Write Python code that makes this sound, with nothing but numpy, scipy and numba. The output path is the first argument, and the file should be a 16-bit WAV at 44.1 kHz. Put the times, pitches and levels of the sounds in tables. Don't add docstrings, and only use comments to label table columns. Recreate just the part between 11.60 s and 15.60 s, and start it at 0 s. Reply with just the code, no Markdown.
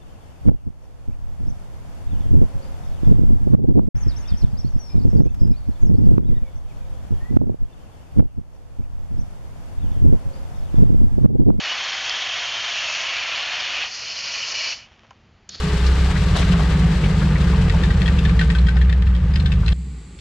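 import sys
import numpy as np
from scipy import signal
from scipy.fft import rfft, irfft
from scipy.io import wavfile
from scipy.ndimage import uniform_filter1d, map_coordinates
from numba import njit

SR = 44100
rng = np.random.default_rng(int(sys.argv[2]) if len(sys.argv) > 2 else 0)


def unload_wav(signal):
    wavfile.write(
        sys.argv[1],
        SR,
        np.round(np.clip(np.atleast_2d(signal).T, -1, 1) * 32767).astype(np.int16),
    )


N = 176400
T = np.arange(N) / SR
TOP_HZ = 7250

# (time [s], level [dB])
FULL_LEVEL = [(0, -27.5), (.09, -27.5), (.4, -28), (.9, -28.5), (1.2, -27.5), (1.7, -27.5), (2.1, -27.5),
              (2.23, -27), (2.262, -31), (2.3, -43)]
# (frequency [Hz], relative density [dB])
FULL_SPECTRUM = [(100, -36), (330, -21.5), (450, -18.5), (560, -9.5), (680, -6.5), (830, -7), (1300, -5),
                 (1750, -3.5), (2000, -2.5), (2400, 0), (3300, -2), (3600, -4.5), (3880, -5.5), (3990, -13),
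                 (4100, -6), (4250, -3.5), (4900, -9.5), (5500, -9), (6300, -14), (7100, -19)]
# (time [s], centre [Hz], level against the spray [dB])
SPLIT_RESONANCE = [(0, 2870, -16), (.13, 3100, -8.5), (.27, 3170, -6), (.42, 3100, -9.5), (.55, 3186, -1.5),
                   (.85, 2990, -2.5), (1.08, 3090, -4.5), (1.19, 2980, -3), (1.33, 2740, -5),
                   (1.52, 2670, -0.5), (1.7, 2740, -3), (2.0, 2944, -3.5), (2.22, 2770, -3)]
# (time [s], level [dB])
SIZZLE_ENVELOPE = [(0, -44.5), (.5, -40.5), (.9, -40.5), (1.1, -39.5), (1.24, -37), (1.35, -34.5),
                   (1.43, -38), (1.53, -47.5), (2.2, -44.5), (2.3, -59)]
# (frequency [Hz], relative density [dB])
SIZZLE_SPECTRUM = [(3000, -21), (4500, -3.5), (5050, -1), (5400, 1), (5830, 3), (6350, 0), (6750, 0.5),
                   (7200, -15)]
# (time [s], level [dB])
HOLLOW_ENVELOPE = [(0, -43), (.4, -43), (1.0, -46), (1.25, -49.5)]
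# (time [s], level [dB])
THIN_LEVEL = [(2.2, -46), (2.28, -34), (2.35, -32), (2.45, -31.5), (2.6, -30), (2.78, -29), (2.95, -28.5),
              (3.07, -27), (3.128, -29), (3.15, -36), (3.2, -45), (3.245, -52), (3.28, -68)]
# (frequency [Hz], relative density [dB])
THIN_SPECTRUM = [(150, -30), (380, -22), (540, -12), (680, -12), (820, -13), (1050, -11), (1500, -9.5),
                 (1650, -11.5), (1900, -5), (2100, -7.5), (2450, -5), (2650, -4), (2950, -3), (3300, -7),
                 (3650, -9.5), (4000, -8), (4200, 0), (4800, -1.5), (5600, -3), (6400, -9), (7100, -14)]
# (centre [Hz], width [Hz], relative level [dB])
THIN_RESONANCES = [(2283, 170, -5.5), (2500, 240, -2.5), (2906, 310, 0)]
# (time [s], level [dB])
THIN_RESONANCE_LEVEL = [(2.25, -46), (2.33, -53), (2.48, -36.5), (2.6, -39.5), (2.72, -33), (2.92, -35),
                        (3.05, -29.5), (3.135, -34.5), (3.165, -53), (3.25, -49)]
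# (time [s], pitch [Hz], level against the spray [dB])
EDGE_TONE = [(0, 2933, -20), (.07, 2900, -6), (.12, 2956, 0), (.165, 2994, -8.5), (.22, 3190, -4.5),
             (.28, 3240, -6), (.4, 3175, -10), (.65, 3182, -14), (.85, 3160, -6), (1.04, 3150, -8.5),
             (1.12, 3028, -15), (1.18, 2786, -1), (1.23, 2726, -5.5), (1.29, 2610, -1.5), (1.36, 2546, -10),
             (1.55, 2455, -13), (2.2, 2398, -16.5)]
# (time [s], peak [dB], pitch [Hz], length [s], pitch fall [octaves])
SPIT_CHIRPS = [(.4952, -14.5, 5900, 0.00194, 0.53), (2.153, -21, 3000, 0.0029, .1),
               (2.222, -22, 2700, 0.0085, 0.18), (2.828, -22.5, 3100, 0.014, 0.32),
               (3.043, -22, 4800, 0.0063, 0.16), (3.123, -22, 2900, 0.0062, 0.13)]
# (frequency [Hz], relative density [dB])
DRIZZLE_SPECTRUM = [(250, -25), (650, 2.5), (1500, 0), (3100, 3), (3800, -5), (4600, -13.5), (5600, -6),
                    (7000, -18.5)]
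# (frequency [Hz], relative level [dB], t60 [s])
HANDLE_MODES = [(4450, 5, 0.039), (5300, -1, 0.034), (5870, 0, 0.031), (6500, -9, 0.016)]
# (time [s], length [s], level [dB])
LEVER_GRATES = [(3.432, .013, -53), (3.443, 0.015, -51)]
# (time [s], peak of the ringing [dB])
LEVER_KNOCKS = [(3.5073, -34), (3.51, -37.5)]
# (frequency [Hz], relative level [dB], t60 [s])
KNOCK_MODES = [(627, -6, 0.035), (800, -3, 0.033), (950, 3, 0.071), (1050, -1, .035), (1420, -11, .035),
               (2030, -17, .025), (2750, -6, .025), (3080, -10, .025), (5000, -8, .015), (6740, -13, .01)]
# (frequency [Hz], relative density [dB])
GRIT_SPECTRUM = [(300, -12), (600, 3), (1000, 2), (1500, 2), (2200, -8), (2850, -3), (3800, -19),
                 (5000, -17), (7000, -24)]
# (frequency [Hz], relative density [dB])
CLICK_SPECTRUM = [(300, -11), (1000, -15), (1600, -10), (2100, -18), (3400, -5), (4000, -12), (4450, -3),
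                  (5200, -10), (5850, 3), (6200, -4), (6600, 1), (7200, -8)]
# (time [s], level [dB])
SLIDE_LEVEL = [(3.888, -84), (3.895, -35), (3.903, -43.5), (3.92, -41.5), (3.938, -39.5), (3.949, -39),
               (3.965, -42.5), (4.0, -42.5)]
# (frequency [Hz], relative density [dB])
SLIDE_SPECTRUM = [(80, 2), (300, -10.5), (900, -19.5), (1300, -13.5), (2400, -12.5), (3000, -11),
                  (3500, -2), (4000, -4), (4330, 4), (4700, -2.5), (5400, -5), (5800, -14), (6500, -10.5),
                  (7100, -17)]
# (time [s], length [s], level [dB])
SLIDE_CATCHES = [(3.946, 0.0048, -39.5), (3.9523, .0016, -32), (3.958, .002, -37)]
# (time [s], level [dB])
SWING_ENVELOPE = [(3.55, -67), (3.75, -57), (3.88, -66), (4.0, -51)]
# (frequency [Hz], relative density [dB])
SWING_SPECTRUM = [(22, -11), (50, 1), (120, 0), (260, -23), (600, -37), (3000, -62)]
# (delay [s], gain [dB])
NEAR_ECHOES = [(.00168, -25.5), (.0029, -19), (.0044, -21.5), (.0071, -18)]
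# (frequency [Hz], relative density [dB])
OUTDOOR_SPECTRUM = [(20, -15), (45, -3.5), (75, 0), (115, -0.5), (170, -9), (260, -11), (420, -15.5),
                    (750, -15.5), (1000, -17.5), (1500, -20), (3000, -21.5), (3900, -28), (4600, -25),
                    (5300, -32.5), (7000, -35.5)]


def full_jet():
    centre_hz = curve(SPLIT_RESONANCE) * (1 + 0.039 * walk(160))
    band = hiss_band(centre_hz, width_hz=750)
    split = unit(band * undb(-0.1 * walk(170))) * undb(curve(SPLIT_RESONANCE, column=2))
    sizzle = colour(spray(), SIZZLE_SPECTRUM) * envelope(SIZZLE_ENVELOPE)
    hollow = hiss_band(1730, width_hz=170) * envelope(HOLLOW_ENVELOPE)
    spatter = colour(spray(), FULL_SPECTRUM)
    return (spatter + split) * envelope(FULL_LEVEL) + sizzle + hollow


def thin_jet():
    ringing = unit(sum(undb(db) * hiss_band(hz, width) for hz, width, db in THIN_RESONANCES))
    spatter = colour(spray(), THIN_SPECTRUM)
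    return spatter * envelope(THIN_LEVEL) + ringing * envelope(THIN_RESONANCE_LEVEL)


def spray(sputter_hz=78, sputter_db=0.5):
    drops_and_mist = impacts(per_s=6500, spread_db=1) + noise()
    return flicker(drops_and_mist, sputter_hz) * undb(sputter_db * walk(sputter_hz))


def whistle(jitter=0.024, flutter_db=4.5):
    hz = curve(EDGE_TONE) * (1 + jitter * walk(450))
    tone = sine(hz) * undb(flutter_db * np.tanh(walk(220)))
    return unit(tone) * undb(curve(EDGE_TONE, column=2)) * envelope(FULL_LEVEL)


def spits():
    out = np.zeros(N)
    for start, db, hz, length, octaves in SPIT_CHIRPS:
        progress = np.clip((T - start) / length, 0, 1)
        pitch = hz * 2 ** (-octaves * progress) * (1 + 0.045 * walk(1500))
        out += undb(db) * np.sqrt(burst(start, length)) * sine(pitch)
    return out


def drizzle(shut_s=3.146, rise_s=0.056, fall_db_per_s=40):
    age = T - shut_s
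    gain = np.clip(age / rise_s, 0, 1) * undb(-49 - fall_db_per_s * age)
    patter = impacts(per_s=900, spread_db=4.1) + undb(-1.5) * noise()
    return colour(patter, DRIZZLE_SPECTRUM) * gain


def lever(tick_s=0.45, contact_s=0.005):
    tick = undb(-22.5) * ring(tick_s, HANDLE_MODES)
    out = tick + colour(noise(), GRIT_SPECTRUM) * bursts(LEVER_GRATES)
    for start, db in LEVER_KNOCKS:
        age = np.clip(T - start, 0, .5)
        grit = colour(noise(), GRIT_SPECTRUM) * (age > 0) * np.exp(-age / contact_s)
        out += undb(db) * (ring(start, KNOCK_MODES) + undb(-8.5) * grit)
    return out


def hand_release():
    click = colour(noise(), CLICK_SPECTRUM) * burst(start=3.8904, length=0.0045) * undb(-27.7)
    grains = impacts(per_s=2500, spread_db=2.5) + undb(5.5) * noise()
    friction = envelope(SLIDE_LEVEL) + bursts(SLIDE_CATCHES)
    return click + colour(grains, SLIDE_SPECTRUM) * friction


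def reflect(x, sway_hz=1.5):
    path_scale = 1 + 0.05 * walk(sway_hz)
    return x + sum(undb(db) * map_coordinates(x, [(T - delay * path_scale) * SR], order=1, mode="mirror")
                   for delay, db in NEAR_ECHOES)


def swing_rumble():
    return colour(noise(), SWING_SPECTRUM) * envelope(SWING_ENVELOPE)


def outdoors(hum_hz=222.3):
    hum = np.sqrt(2) * sine(hum_hz * (1 + 0.0019 * walk(7.2)))
    rumble = undb(-55.5) * colour(noise(), OUTDOOR_SPECTRUM)
    return rumble + undb(-68 + 0.57 * walk(6)) * hum


def impacts(per_s, spread_db):
    size = undb(spread_db * np.minimum(rng.exponential(size=N), 5))
    return unit((rng.random(N) < per_s / SR) * size * np.sign(noise()))


def flicker(x, rate_hz, depth_db=1.03, bands=9):
    freqs, spectrum = np.arange(N // 2 + 1) * SR / N, rfft(x)
    place = np.minimum(freqs / TOP_HZ, 1) * (bands - 1)
    windows = (np.maximum(1 - abs(place - k), 0) for k in range(bands))
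    return sum(irfft(spectrum * window, N) * undb(depth_db * walk(rate_hz)) for window in windows)


def hiss_band(hz, width_hz):
    hz, width_hz = hz * np.ones(N), float(width_hz)
    return unit(resonate(resonate(noise(), hz, width_hz), hz, width_hz))


@njit
def resonate(x, hz, width_hz):
    out, band_state, low_state = np.empty(len(x)), 0., 0.
    for i in range(len(x)):
        step, damping = np.tan(np.pi * hz[i] / SR), width_hz / hz[i]
        band = (band_state + step * (x[i] - low_state)) / (1 + step * (step + damping))
        band_state = 2 * band - band_state
        low_state += 2 * step * band
        out[i] = damping * band
    return out


def ring(start, modes):
    age = np.clip(T - start, 0, .5)
    out = sum((-1) ** k * undb(db - 60 * age / t60) * np.sin(2 * np.pi * hz * age)
              for k, (hz, db, t60) in enumerate(modes))
    return out / abs(out).max()


def colour(x, rows):
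    hz, db = np.array(rows).T
    freqs = np.maximum(np.arange(N // 2 + 1) * SR / N, 1)
    gain = undb(np.interp(np.log(freqs), np.log(hz), db))
    roll_off = np.minimum(freqs / hz[0], 1) / np.sqrt(1 + (freqs / TOP_HZ) ** 60)
    return unit(irfft(rfft(x) * gain * roll_off, N))


def envelope(rows, fade_db_per_s=500):
    outside_s = np.maximum(rows[0][0] - T, 0) + np.maximum(T - rows[-1][0], 0)
    return undb(curve(rows) - fade_db_per_s * outside_s)


def curve(rows, column=1):
    rows = np.array(rows)
    return np.interp(T, rows[:, 0], rows[:, column])


def bursts(rows):
    return sum(undb(db) * burst(start, length) for start, length, db in rows)


def burst(start, length):
    return np.sin(np.pi * np.clip((T - start) / length, 0, 1))


def sine(hz):
    return np.sin(2 * np.pi * np.cumsum(hz) / SR)


def walk(rate_hz):
    span = max(int(SR / rate_hz), 1)
    return unit(uniform_filter1d(uniform_filter1d(noise(), span), span))


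def noise():
    return rng.standard_normal(N)


def unit(x):
    return x / np.sqrt(np.mean(x ** 2))


def undb(db):
    return 10 ** (np.asarray(db) / 20)


def scene():
    water = reflect(full_jet() + thin_jet()) + whistle() + spits() + drizzle()
    mono = water + swing_rumble() + lever() + hand_release() + outdoors()
    return np.array([mono, mono])


def record(dry):
    return signal.sosfilt(signal.ellip(10, .2, 80, TOP_HZ, fs=SR, output="sos"), dry)


dry = scene()
out = record(dry)
unload_wav(out)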